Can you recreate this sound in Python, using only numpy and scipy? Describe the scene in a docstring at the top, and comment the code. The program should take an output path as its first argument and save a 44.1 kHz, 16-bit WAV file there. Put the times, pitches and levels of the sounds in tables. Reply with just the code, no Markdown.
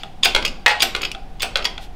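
"""The loose steel handle of a bottle jack, pumped on a shop press in a garage, on one microphone nearby.
At each turn of the stroke it takes up its play: the tube skids and pings, the linkage clacks, then the
handle knocks and rattles in its socket. Once it bangs down hard and sets the press frame ringing.
Each contact is a crack of chattering steel plus ringing modes, heard direct and off the room.
Behind the jack lie room air and a low rumble."""
import sys
import numpy as np
from scipy import signal
from scipy.fft import rfft, irfft
from scipy.io import wavfile
from scipy.ndimage import uniform_filter1d

SR = 44100
rng = np.random.default_rng(int(sys.argv[2]) if len(sys.argv) > 2 else 0)


def dump_mix(stems):
    """Bounce the given channels to the path in sys.argv[1] as a 16-bit WAV at rate SR."""
    frames = np.atleast_2d(stems).T  # one column per channel
    limited = np.clip(frames, -1, 1)  # hard clip at full scale
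    pcm = np.round(limited * 32767).astype(np.int16)
    wavfile.write(sys.argv[1], SR, pcm)


N = 85995

# The garage's reverberation by band: centre_hz, level_db, t60_s
GARAGE_BANDS = [(151, 4.5, 0.72), (404, 2.5, 0.56), (805, 3.5, 0.48), (1460, -3, 0.49), (3180, -5.5, 0.48),
                (6000, -6.5, 0.4), (10000, -7.5, 0.32), (15000, -13.5, 0.25)]
# Spectra of the room air, the rumble and the sliding handle: frequency_hz, relative_db
AIR_SPECTRUM = [(47, -17.5), (80, -12.5), (120, -20), (160, -14.5), (242, -20.5), (322, -24.5), (763, -29),
                (1090, -34), (2160, -38), (3360, -39.5), (6670, -50.5), (15800, -60)]
RUMBLE_SPECTRUM = [(12, 6.5), (22, -1), (45, -3.5), (70, -21), (120, -58)]
SWISH_SPECTRUM = [(500, -24), (1500, -8), (3500, 1.5), (6000, -9), (16000, -21)]
# The rumble's rise and fall: time_s, level_db
RUMBLE_SWELLS = [(0, -40.5), (.2, -39.5), (.3, -29), (.42, -27), (.55, -29.5), (.75, -38.5), (1.0, -31.5),
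                 (1.2, -31.5), (1.33, -32), (1.5, -26), (1.7, -33.5), (1.95, -29)]

# Steel contacts at the press: start_s, level_db, bass_db, treble_db
TUBE_PINGS = [(.2323, -8.5, -5, 4.5), (.8046, -11, -17, -7), (1.4048, -23, 5, -14)]
LINKAGE_CLACKS = [(.2470, -14.5, -6, 4.5), (.2547, -6.5, 3.5, -8), (.2580, -19, 0, -12),
                  (.8212, -5.5, -29, -1.5), (.8272, -9, 4, 0.5), (1.4200, -16.5, -9, 1.5),
                  (1.4285, -14.5, 7, -1.5), (1.4435, -24.5, 5, -30)]
SOCKET_KNOCKS = [(.3486, -9, -0.5, 1), (.3618, -13, 5.5, 0), (.9492, -15.5, 5, -1), (.9620, -25, -8, 7.5),
                 (1.5564, -11, 0, -2.5), (1.5698, -22.5, 0, 7), (1.5905, -25.5, 14, -27)]  # the handle knocks and bounces
HANDLE_RATTLES = [(.2285, -26, 7, -4), (.4245, -26, 20, 4), (.4497, -12, 4, 4.5), (.7975, -28, -12, 6.5),
                  (1.0110, -22.5, 11.5, -26), (1.0165, -28, 14, 16), (1.0305, -15, 3, -18),
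                  (1.0345, -22, 2, -2), (1.0492, -14.5, -8, -2.5), (1.3970, -31, -1, 0),
                  (1.6235, -26.5, 7, -7), (1.6440, -20, 8, 4), (1.6705, -27.5, 9, -3)]  # near the top of the stroke
RIM_CHINKS = [(.4615, -18.5, -2, -2), (.4785, -17.5, -4, -4.5), (1.1155, -21.5, 2, 4)]  # handle against the socket's rim
HANDLE_CLINKS = [(1.6522, -11.5, 0, -1.5)]  # at the top of the last stroke
PIVOT_TAPS = [(.0333, -24, -1.5, 7), (1.1478, -27, 4, 2), (1.7784, -22, -10, 1)]
FRAME_BANGS = [(.6612, -1.46, 0.5, 1)]
FRAME_JUDDERS = [(.6710, -21, -5, -8), (.6795, -16, -1, 12), (.6935, -10.5, -4.5, -11),
                 (.7020, -12, -3, -9), (.7105, -16.5, -0.5, 2)]
# Skids just before the clacks: start_s, peak_db
TUBE_SLIPS = [(.2400, -10.5), (.8125, -5.5), (1.4120, -28)]
# Parts that ring on after a contact: start_s, level_db
HIGH_RINGS = [(0.8284, -33), (1.017, -49)]
HOLLOW_RINGS = [(.2600, -25), (.8300, -24.5), (1.1500, -37.5), (1.4400, -29.5), (1.7800, -41)]

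# The colour of each contact's crack: frequency_hz, relative_db
PING_SPECTRUM = [(200, -21.5), (700, -34), (1500, -22.5), (2500, -3.5), (3400, -4.5), (4200, -9.5),
                 (4900, -9.5), (6000, -23), (10000, -37), (15000, -53)]
CLACK_SPECTRUM = [(150, -17), (400, -10.5), (700, -8.5), (1000, -13.5), (1450, -1), (1800, -6), (2500, 2.5),
                  (3400, -2.5), (5000, -3.5), (6200, -9), (8500, -11), (10500, -18.5), (15000, -16)]
KNOCK_SPECTRUM = [(150, -21.5), (350, -7.5), (550, -7), (950, -7.5), (1450, -0.5), (1800, -6), (2400, -0.5),
                  (3300, 0), (4400, -5), (6000, -15), (8000, -18), (10000, -27), (15000, -36)]
RATTLE_SPECTRUM = [(150, -19.5), (370, -14), (700, -21), (1450, -8.5), (1750, -14), (2200, -3.5),
                   (2800, -0.5), (3900, -7.5), (4800, -3), (5900, -18.5), (6700, -13.5), (8000, -27),
                   (15000, -33)]
CHINK_SPECTRUM = [(200, -15), (750, -22), (1200, -24), (1900, -27), (2600, 7), (3000, -4.5), (3800, -11),
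                  (4800, -7), (6000, -11.5), (8500, -19), (15000, -34)]
CLINK_SPECTRUM = [(200, -18.5), (600, -19), (980, -9.5), (1300, -9), (1750, -8), (2150, 1.5), (2800, -9),
                  (3300, 4.5), (3900, -10.5), (4700, -1), (5600, -6.5), (6500, -14.5), (15000, -34)]
TAP_SPECTRUM = [(200, -16), (550, -20), (750, 8), (1000, -7.5), (1450, 1.5), (1900, -7.5), (2600, 1),
                (3500, -2.5), (4500, -15), (7000, -22), (15000, -50)]
BANG_SPECTRUM = [(150, -28.5), (350, -21), (550, -11.5), (820, -4), (1020, -11), (1300, -7.5), (1850, 1),
                 (2600, -1), (3200, -5.5), (4500, -6), (6000, -18), (8500, -26.5), (10500, -38),
                 (15000, -36.5)]

# The modes each part rings with: pitch_hz, level_db, t60_s
TUBE_MODES = [(1080, -20, 0.19), (2210, -20, 0.22), (3355, -0.5, 0.044), (3550, 1, 0.036),
              (4770, -7.5, 0.071), (4930, -11, 0.13), (6650, -13.5, 0.07), (8560, -24, 0.08),
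              (10580, -24, 0.055)]
LINKAGE_MODES = [(1485, -20.5, 0.057), (2417, -14.5, 0.072), (2827, -23, 0.16), (3410, -15.5, 0.14),
                 (3566, -20.5, 0.12), (4440, -18, .08), (4760, -15.5, 0.062), (4970, -28, .08)]
SOCKET_MODES = [(367.2, -29.5, 0.34), (541, -22.5, 0.13), (730, -25, 0.2), (1474, -15.5, 0.078),
                (2113, -18, 0.12), (2466, -18, 0.12), (3330, -3.5, 0.032), (3260, -28, .13),
                (4130, -7, 0.018)]
HANDLE_MODES = [(2240, -23, 0.041), (2590, -9.5, 0.08), (2880, -12, 0.099), (3250, -8, 0.077),
                (4724, -10.5, 0.058), (5110, -33, 0.13), (5230, -18, 0.21), (6690, -18, .07)]
RIM_MODES = [(2466, -5.5, 0.032), (2740, -9, 0.045), (2880, -3, 0.049), (5140, -18.5, 0.087)]
CLINK_MODES = [(980, -23, 0.14), (2166, -15, 0.088), (3240, -5.5, 0.033), (3180, -27, 0.45),
               (4680, -9, 0.044), (4930, -13, 0.055), (5560, -19.5, .12), (9100, -37, 0.089)]
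PIVOT_MODES = [(2590, 1, 0.031), (3360, 3.8, 0.027), (3590, 2.6, 0.03)]
FRAME_MODES = [(711, -23, 0.38), (818, -16, 0.27), (841, -21.5, 0.52), (947, -23.5, 0.32),
               (1140, -29, 0.14), (1686, -18, 0.16), (1740, -17, 0.18), (1887, -16.5, 0.5),
               (1890, -14, 0.24), (1930, -16.5, 0.2), (2080, -13, 0.22), (2270, -28, .22),
               (2514, -15, 0.29), (2580, -12.5, .25), (2710, -15.5, 0.28), (3370, -21, 0.35)]
HOLLOW_MODES = [(689, 2.5, 0.17), (768, 1, .22)]

BASS_HZ, TREBLE_HZ = 1120, 5100  # shelf corners for bass_db and treble_db


def from_db(db):
    """Decibels to gain."""
    return 10 ** (np.asarray(db) / 20)


def rms_one(x):
    """Scale to rms 1."""
    return x / np.sqrt(np.mean(x ** 2) + 1e-20)


def db_at(spectrum, hz):
    """Read a spectrum on a log-frequency axis."""
    points_hz, db = np.transpose(spectrum)
    return np.interp(np.log(np.maximum(hz, 1)), np.log(points_hz), db)


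def bins_hz(size):
    """Frequencies of a spectrum's bins."""
    return np.arange(size // 2 + 1) * SR / size


def noise(gain):
    """Noise with the given gain per bin, rms 1."""
    return rms_one(irfft(rfft(rng.standard_normal(N)) * gain, N))


def narrow_noise(centre_hz, half_width_hz):
    """Noise gathered round one pitch, rms 1."""
    return noise(1 / (1 + ((bins_hz(N) - centre_hz) / half_width_hz) ** 2))


def causal(gain):
    """Minimum-phase response with this gain, so that nothing sounds early."""
    cepstrum = irfft(np.log(gain + 1e-9))
    half = len(cepstrum) // 2
    cepstrum[1:half] *= 2
    cepstrum[half + 1:] = 0
    return np.exp(rfft(cepstrum))


def add(out, start_s, sound):
    """Mix a sound in at a time."""
    start = int(np.clip(start_s * SR, 0, N - 1))
    out[start:start + len(sound)] += sound[:N - start]


def room_tone():
    """The garage behind the press: steady air, a narrow drone and a swelling low rumble."""
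    t, hz = np.arange(N) / SR, bins_hz(N)
    air = from_db(-44) * noise(from_db(db_at(AIR_SPECTRUM, hz)))
    drone = from_db(-48.5) * narrow_noise(centre_hz=763, half_width_hz=61)
    swell = from_db(np.interp(t, *np.transpose(RUMBLE_SWELLS)))
    rumble = swell * noise(from_db(db_at(RUMBLE_SPECTRUM, hz)) * (hz > 4) * (hz < 400))
    return air + drone + rumble


def opening_tail(level_db=-42.5, t60_s=0.38):
    """The room is still dying away from a contact just before the start."""
    fade = from_db(level_db - 60 * np.arange(N) / SR / t60_s)
    return fade * noise(from_db(db_at(RATTLE_SPECTRUM, bins_hz(N))))


def garage_response(early_db=9, early_t60_s=0.1, size=32768):
    """The room at the microphone: dense early echoes off the press, then a tail dying band by band."""
    t, hz = np.arange(size) / SR, bins_hz(size)
    white, out = rfft(rng.standard_normal(size)), 0
    log_centres = np.log([row[0] for row in GARAGE_BANDS])
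    for share, (centre_hz, db, t60_s) in zip(np.eye(len(GARAGE_BANDS)), GARAGE_BANDS):
        band = irfft(white * np.interp(np.log(hz + 1), log_centres, share))
        build_s = 0.0076 * (1 + (570 / centre_hz) ** 2)  # the bass swells more slowly
        decay = from_db(-60 * t / t60_s) + from_db(early_db - 60 * t / early_t60_s)
        envelope = decay * (1 - np.exp(-t / build_s))
        out = out + from_db(db) * band * envelope / np.sqrt(np.sum(envelope ** 2))
    return out


def tilt_db(hz, bass_db, treble_db):
    """Two shelves: how dull or bright one contact is."""
    bass = bass_db / (1 + (hz / BASS_HZ) ** 2)
    return bass + treble_db * (1 - 1 / (1 + (hz / TREBLE_HZ) ** 4))


def crack(spectrum, bass_db, treble_db, rise_s, hold_s, t60_s, size=4096):
    """Steel chatters on steel for a few milliseconds, then its dense modes die fast."""
    t, hz = np.arange(size) / SR, bins_hz(size)
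    envelope = (1 - np.exp(-t / rise_s)) * from_db(-60 * np.maximum(t - hold_s, 0) / t60_s)
    burst = rfft(rng.standard_normal(size) * envelope)
    burst /= np.sqrt(uniform_filter1d(abs(burst) ** 2, size=61))  # flatten before colouring
    # each contact favours its own patches of the treble
    patches = rms_one(uniform_filter1d(rng.standard_normal(len(hz)), size=70))
    ragged_db = 4 * hz / (hz + TREBLE_HZ) * patches
    colour = rms_one(from_db(db_at(spectrum, hz) + ragged_db))
    gain = colour * from_db(tilt_db(hz, bass_db, treble_db))
    return irfft(burst * causal(gain))[:size // 2] * np.sqrt(hold_s * SR)


def ring(modes, detune=0, treble_db=0, spread_db=1.94, size=16384):
    """Decaying modes, struck with new strengths each time; grip and load shift their pitch (detune)."""
    hz, db, t60s = np.transpose(modes)
    strengths = from_db(db + tilt_db(hz, 0, treble_db) + rng.normal(0, spread_db, len(hz)))
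    strengths *= rng.choice([-1, 1], len(hz))
    pitches = hz * (1 + detune * rng.standard_normal(len(hz)))
    out = np.zeros(size)
    for pitch_hz, t60_s, gain in zip(pitches, t60s, strengths):
        t = np.arange(min(size, int(t60_s * SR))) / SR
        out[:len(t)] += gain * from_db(-60 * t / t60_s) * np.sin(2 * np.pi * pitch_hz * t)
    return out


def contacts(rows, spectrum, modes, hold_s, crack_t60_s, ring_db, room_db,
             ring_room_db=-10, rise_s=0.0005, detune=0.0053):
    """A crack and a ring for each row, heard direct and with the room's answer from that spot."""
    cracks, rings = np.zeros((2, N))
    for start_s, db, bass_db, treble_db in rows:
        add(cracks, start_s, from_db(db) * crack(spectrum, bass_db, treble_db, rise_s, hold_s, crack_t60_s))
        add(rings, start_s, from_db(db + ring_db) * ring(modes, detune, treble_db / 2))
    into_room = from_db(room_db) * (cracks + from_db(ring_room_db) * rings)
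    return cracks + rings + signal.fftconvolve(into_room, garage_response())[:N]


def hollow_resonance(swell_s=0.0027):
    """Something hollow, perhaps the press bed, swells and rings on after a contact."""
    out = np.zeros(N)
    for start_s, db in HOLLOW_RINGS:
        tone = ring(HOLLOW_MODES)
        swell = 1 - np.exp(-np.arange(len(tone)) / SR / swell_s)
        add(out, start_s, from_db(db) * tone * swell)
    return out


def high_shimmer(t60_s=0.21):
    """A small steel part, perhaps the pivot pin, sings with a cluster of close modes."""
    out, t = np.zeros(N), np.arange(N) / SR
    for start_s, db in HIGH_RINGS:
        shimmer = narrow_noise(centre_hz=12100, half_width_hz=220)
        add(out, start_s, from_db(db - 60 * t / t60_s) * shimmer)
    return out


def handle_swish(centre_s=1.835, width_s=0.021, level_db=-44):
    """One faint swish as the handle slides."""
    swell = np.exp(-.5 * ((np.arange(N) / SR - centre_s) / width_s) ** 2)
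    return from_db(level_db) * swell * noise(from_db(db_at(SWISH_SPECTRUM, bins_hz(N))))


def tube_slips(length_s=0.011, swell_db=10, catches_per_s=1400, t60_s=0.019):
    """The tube skids in its socket: a swelling run of tiny catches keeps it ringing until the clack."""
    out = np.zeros(N)
    swell = from_db(np.linspace(-swell_db, 0, int(length_s * SR)))
    damped_modes = [(hz, db / 2, t60_s) for hz, db, _ in TUBE_MODES[2:]]
    for start_s, peak_db in TUBE_SLIPS:
        force = rng.standard_normal(len(swell)) * swell
        catches = rng.random(len(swell)) < catches_per_s / SR
        singing = signal.fftconvolve(force * catches, ring(damped_modes))
        add(out, start_s, from_db(peak_db) * singing / abs(singing).max())
    return out


def pivot_taps():
    """The pump pivot taps lightly."""
    return contacts(PIVOT_TAPS, TAP_SPECTRUM, PIVOT_MODES,
                    hold_s=0.002, crack_t60_s=0.022, ring_db=-8, room_db=-4)


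def frame_bang():
    """One hard blow sets the press frame ringing, and the handle judders after it."""
    blow = contacts(FRAME_BANGS, BANG_SPECTRUM, FRAME_MODES,
                    hold_s=0.0019, crack_t60_s=0.032, ring_db=-2, room_db=-0.5, ring_room_db=-19, detune=0)
    judder = contacts(FRAME_JUDDERS, BANG_SPECTRUM, FRAME_MODES,
                      hold_s=0.0024, crack_t60_s=0.046, ring_db=-18, room_db=3.5, detune=0)
    return blow + judder


def loose_handle():
    """The stroke turns: the tube touches its socket, the linkage clacks, the handle knocks about."""
    pings = contacts(TUBE_PINGS, PING_SPECTRUM, TUBE_MODES,
                     hold_s=0.0013, crack_t60_s=0.019, ring_db=-0.5, room_db=9.5)
    clacks = contacts(LINKAGE_CLACKS, CLACK_SPECTRUM, LINKAGE_MODES,
                      hold_s=0.003, crack_t60_s=0.025, ring_db=2.5, room_db=0)
    knocks = contacts(SOCKET_KNOCKS, KNOCK_SPECTRUM, SOCKET_MODES,
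                      hold_s=0.003, crack_t60_s=0.016, ring_db=3.5, room_db=-0.1)
    rattles = contacts(HANDLE_RATTLES, RATTLE_SPECTRUM, HANDLE_MODES,
                       hold_s=0.0024, crack_t60_s=0.025, ring_db=-1.5, room_db=-2, rise_s=0.00085)
    chinks = contacts(RIM_CHINKS, CHINK_SPECTRUM, RIM_MODES,
                      hold_s=0.0017, crack_t60_s=0.015, ring_db=0, room_db=-5)
    clinks = contacts(HANDLE_CLINKS, CLINK_SPECTRUM, CLINK_MODES,
                      hold_s=0.0035, crack_t60_s=0.026, ring_db=3, room_db=-3.5)
    return pings + clacks + knocks + rattles + chinks + clinks


def scene():
    """The jack in front, the garage behind it, in mono."""
    jack = loose_handle() + pivot_taps() + frame_bang() + tube_slips()
    after_rings = high_shimmer() + hollow_resonance()
    return (jack + after_rings + room_tone() + handle_swish() + opening_tail())[None]


def record(dry):
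    """At the microphone the loudest peaks overload; the top treble is cut."""
    lowpass = signal.cheby2(16, 60, 16250, fs=SR, output="sos")  # 60 dB down from 16250 Hz
    return signal.sosfilt(lowpass, np.clip(dry, -.95, .95))


dry = scene()
out = record(dry)
dump_mix(out)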